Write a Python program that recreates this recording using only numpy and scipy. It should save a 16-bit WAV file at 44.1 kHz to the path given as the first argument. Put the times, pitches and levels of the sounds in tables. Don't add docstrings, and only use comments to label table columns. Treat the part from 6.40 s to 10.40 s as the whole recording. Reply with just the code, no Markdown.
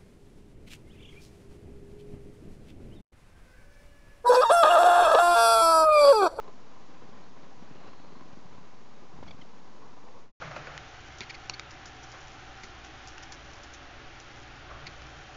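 import sys
import numpy as np
from scipy import signal
from scipy.fft import rfft, irfft
from scipy.io import wavfile

SR = 44100
rng = np.random.default_rng(int(sys.argv[2]) if len(sys.argv) > 2 else 0)


def pcm_store(signal):
    levels = np.round(np.clip(np.atleast_2d(signal), -1, 1) * 32767)
    wavfile.write(sys.argv[1], SR, levels.astype(np.int16).T)


N = 176400

# frequency in Hz, relative level in dB.
FEATHER_SPECTRUM = [(100, -2.5), (300, 7), (700, 7.5), (1050, 2), (1400, 3), (2200, -1.5), (3500, -7),
                    (5500, -11), (7500, -34)]


def undb(db):
    return 10 ** (np.asarray(db) / 20)


def noise(spectrum):
    hz, db = np.array(spectrum).T
    f = np.maximum(np.arange(N // 2 + 1) * SR / N, 1)
    gain = undb(np.interp(np.log(f), np.log(hz), db))
    y = irfft(rfft(rng.standard_normal(N)) * gain, N)
    return y / y.std()


def band(hz, width_hz):
    f = np.arange(N // 2 + 1) * SR / N
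    y = irfft(rfft(rng.standard_normal(N)) * np.exp(-2 * ((f - hz) / width_hz) ** 2), N)
    return y / y.std()


def wander(rate_hz):
    return band(0, 2 * rate_hz)


def gate(age, length, attack_s, release_s):
    return np.clip(np.minimum(age / attack_s, (length - age) / release_s), 0, 1)


def bell(age, spread_s):
    return np.exp(-.5 * (age / spread_s) ** 2)


def swells(t, rows):
    return sum(undb(db) * bell(t - at, spread) for at, spread, db in rows)


def wind(t):
    # frequency in Hz, relative level in dB.
    rush_spectrum = [(20, -16.5), (45, -18.5), (80, -2.5), (130, 0), (175, 3), (260, 2), (345, -2),
                     (440, -1.5), (690, -5.5), (790, -2), (910, -6), (990, -0.5), (1120, -5.5), (1280, -9),
                     (1700, -14.5), (3000, -21.5), (7000, -45)]
    hiss_spectrum = [(500, -1), (2000, -0.5), (3000, -3.5), (3450, -3), (4300, -3), (5200, -4.5),
                     (6500, -5.5), (7100, -10), (7600, -20), (8100, -34.5)]
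    # time in seconds, level in dB.
    rush_levels = [(0, -55), (.07, -55.5), (.2, -55), (.35, -54.5), (.8, -53), (.92, -54.5), (1.02, -52.5),
                   (1.13, -55.5), (1.47, -52.5), (1.9, -55), (2.2, -54), (2.35, -55), (2.85, -54.5),
                   (3.3, -54.5), (3.45, -55), (3.57, -54), (3.7, -56.5), (3.9, -53.5)]
    flicker_db = 1.13 * wander(rate_hz=34)
    rush_db = np.interp(t, *np.array(rush_levels).T) + flicker_db
    return undb(rush_db) * noise(rush_spectrum) + undb(-63.5) * noise(hiss_spectrum)


def far_whistles(t):
    # start in seconds, length in seconds, pitch in Hz, level in dB.
    notes = [(0.81, .06, 4200, -67), (1.307, 0.21, 2720, -70.5), (1.36, .17, 4100, -69.5),
             (1.506, .3, 4120, -72.5), (2.53, 0.057, 3600, -71)]
    out = np.zeros(N)
    for start, length, hz, db in notes:
        waver_hz = 190 * wander(rate_hz=260)
        phase = 2 * np.pi * np.cumsum(hz + waver_hz) / SR
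        envelope = gate(t - start, length, attack_s=.03, release_s=.03)
        out += undb(db) * envelope * np.sqrt(2) * np.sin(phase)
    return out


def camera_whine(t):
    # frequency in Hz, rms level in dB.
    tones = [(6666.6, -93.5), (7273.6, -93)]
    return sum(undb(db) * np.sqrt(2) * np.sin(2 * np.pi * hz * t) for hz, db in tones)


def grip_scuffs(t):
    # centre in seconds, spread in seconds, level in dB.
    scuffs = [(0.058, 0.014, -52.5), (0.097, 0.0091, -53), (3.45, 0.048, -56.5), (3.674, 0.039, -54.5),
              (3.772, 0.022, -55)]
    # frequency in Hz, relative level in dB.
    scuff_spectrum = [(100, -14.5), (300, -17), (460, 14.5), (620, 3.5), (800, 6.5), (1120, 10),
                      (1500, -23), (4000, -35.5), (8000, -56)]
    return swells(t, scuffs) * noise(scuff_spectrum)


def camera_bumps(t):
    # start in seconds, level in dB.
    knocks = [(0.03, -44), (0.0442, -42), (0.0792, -38), (0.0811, -42.5), (0.0841, -41), (3.651, -49.5),
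              (3.687, -43.5), (3.833, -55)]
    # frequency in Hz, level relative to the knock in dB, seconds to die away by 60 dB.
    body_modes = [(242, -22, 0.028), (426, -7, 0.043), (756, -10, 0.014), (1020, -3.5, 0.02),
                  (2120, -16, .006), (3900, -15.5, 0.0078)]
    out = np.zeros(N)
    for at, db in knocks:
        on = (t >= at) & (t < at + .1)
        age = t[on] - at
        for hz, mode_db, t60 in body_modes:
            out[on] += undb(db + mode_db - 60 * age / t60) * np.sin(2 * np.pi * hz * age)
    return out


def wing_draught(t):
    # centre in seconds, spread in seconds, level in dB.
    puffs = [(2.095, 0.14, -65), (2.842, 0.06, -51), (2.984, 0.045, -66)]
    # frequency in Hz, relative level in dB.
    puff_spectrum = [(25, -10.5), (50, -2.5), (75, 3), (110, 0), (170, 6), (240, -8.5), (500, -35.5),
                     (2000, -45.5)]
    return swells(t, puffs) * noise(puff_spectrum)


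def wingbeats(t):
    # centre in seconds, level in dB, pitch of the air pulse in Hz, swish trim in dB.
    strokes = [(.497, -43.5, 240, -10), (0.545, -51, 240, 0), (0.593, -64, 239, 1), (0.656, -45, 239, -13),
               (0.692, -44, 240, -8), (0.734, -46, 241, -28), (0.774, -48, 240, -1),
               (0.81, -46.5, 240, -6.5), (0.974, -52, 220, -10), (1.033, -47, 220, -1.5),
               (1.226, -38, 230, -11.5), (1.272, -55.5, 242, 5.5), (1.314, -39, 240, -9),
               (1.358, -40.5, 260, -8), (1.408, -61, 240, 9), (1.444, -52, 240, 0),
               (1.481, -40.5, 259, -5.5), (1.532, -51, 240, 1.5), (1.602, -43, 240, -9),
               (1.645, -53, 260, -4), (1.69, -47, 220, -5), (1.728, -40.5, 260, -12),
               (1.769, -43.5, 220, -10), (1.816, -39.5, 240, -12), (1.858, -42, 220, -26),
               (1.889, -45, 200, -7), (1.934, -44, 160, -6), (1.974, -38, 220, -15),
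               (2.059, -43.5, 159, -10), (2.126, -47, 160, -3.5), (2.151, -45.5, 160, -8),
               (2.185, -43.5, 163, -19), (2.769, -46, 130, -9), (2.789, -43.5, 220, -13),
               (2.835, -50.5, 180, 1), (2.863, -50.5, 260, -4), (2.879, -48, 260, 1.5),
               (2.909, -47, 172, -19), (2.948, -38.5, 171, -18), (2.993, -42, 190, -13.5),
               (3.025, -45.5, 200, -11), (3.081, -52, 220, -17), (3.134, -59, 220, -15)]
    feathers, eddies = noise(FEATHER_SPECTRUM), band(hz=130, width_hz=180)
    out = np.zeros(N)
    for at, db, hz, swish_trim_db in strokes:
        on = np.abs(t - at) < .06
        age = t[on] - at
        u = (np.pi * hz * age) ** 2
        pulse = (2 * u - 1) * np.exp(-u)
        wake = undb(-22) * bell(age, spread_s=.012) * eddies[on]
        swish = undb(-8.5 + swish_trim_db) * bell(age, spread_s=.01) * feathers[on]
        out[on] += undb(db) * (pulse + wake + swish)
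    return out


def feather_flicks(t):
    # start in seconds, level in dB, pitch in Hz, decay time in seconds.
    ticks = [(1.029, -46, 1100, .003), (1.415, -45, 750, 0.0038), (1.444, -43.5, 1080, 0.0046),
             (1.486, -46, 1050, 0.0049), (1.533, -44.5, 1060, .005), (1.648, -50, 1000, 0.0037),
             (1.754, -45.5, 1020, 0.0058), (1.809, -41.5, 1050, 0.0042), (1.823, -48, 1050, 0.0052),
             (2.064, -45, 1000, .003), (2.18, -46, 1050, 0.0048), (2.7645, -48, 1200, .0015),
             (2.779, -47, 1000, 0.0025), (2.7885, -44.5, 800, 0.0034), (2.8298, -39, 950, 0.0016),
             (2.836, -46, 1100, 0.0018), (2.8635, -44.5, 950, .003), (2.8748, -45, 1450, 0.0008),
             (2.9085, -42, 750, 0.0022), (2.9903, -43.5, 800, 0.0016), (3.05, -43, 700, 0.0023)]
    attack_s = .00033
    grain = undb(-13) * noise(FEATHER_SPECTRUM)
    out = np.zeros(N)
    for at, db, hz, decay in ticks:
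        on = (t >= at) & (t < at + .04)
        age = t[on] - at
        envelope = np.minimum(age / attack_s, 1) * np.exp(-age / decay)
        out[on] += undb(db) * envelope * (np.sin(2 * np.pi * hz * age) + grain[on])
    return out


def wing_clap(t):
    clap_at_s, snap_hz, rustle_rise_s = 2.8287, 450, .0033
    u = 2 * np.pi * snap_hz * (t - clap_at_s)
    snap = undb(-33) * u * np.exp((1 - u ** 2) / 2)
    rise = np.maximum(t - clap_at_s, 0) / rustle_rise_s
    rustle = undb(-50.5) * rise * np.exp(1 - rise) * noise(FEATHER_SPECTRUM)
    return snap + rustle


def chirps(t):
    # start and length in seconds, first and last pitch in Hz, level in dB,
    # tilt above the third harmonic in dB per octave.
    notes = [(2.8775, .0125, 1090, 1108, -56, 7.5), (2.883, 0.016, 1120, 1140, -59, -11.5),
             (2.908, 0.0092, 1230, 1098, -47.5, -8), (3.012, 0.013, 1085, 976, -54, -6)]
    # frequency in Hz, gain in dB.
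    throat = [(1000, -20), (2000, 2), (2350, -2.5), (3000, 4), (3500, -2), (4400, -4), (4750, -3),
              (5500, -15.5), (6800, -26)]
    throat_hz, throat_db = np.array(throat).T
    jitter = 1 + .012 * wander(rate_hz=300)
    rasp = undb(-12.5) * band(hz=3500, width_hz=4400)
    out = np.zeros(N)
    for start, length, from_hz, to_hz, db, tilt in notes:
        on = (t >= start) & (t < start + length)
        age = t[on] - start
        hz = (from_hz + (to_hz - from_hz) * age / length) * jitter[on]
        phase = 2 * np.pi * np.cumsum(hz) / SR
        tone = 0
        for k in range(1, 7):
            harmonic_db = np.interp(k * hz, throat_hz, throat_db) + tilt * np.log2(max(k / 3, 1))
            tone += undb(harmonic_db) * np.sin(k * phase + 2 * np.pi * rng.random())
        envelope = gate(age, length, attack_s=.0018, release_s=.0023)
        out[on] += undb(db) * envelope * (tone + rasp[on])
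    return out


def scene():
    t = np.arange(N) / SR
    forest = wind(t) + far_whistles(t)
    camera = camera_whine(t) + grip_scuffs(t) + camera_bumps(t)
    bird = wing_draught(t) + wingbeats(t) + feather_flicks(t) + wing_clap(t) + chirps(t)
    return (forest + camera + bird)[None]


def record(dry):
    top_hz, offset = 7800, -.0128
    silent_at_s, fade_length_s = 3.918, .1
    lowpass = signal.ellip(8, .2, 70, top_hz, fs=SR, output="sos")
    fade = np.clip((silent_at_s - np.arange(N) / SR) / fade_length_s, 0, 1)
    return (signal.sosfilt(lowpass, dry) + offset) * fade


dry = scene()
out = record(dry)
pcm_store(out)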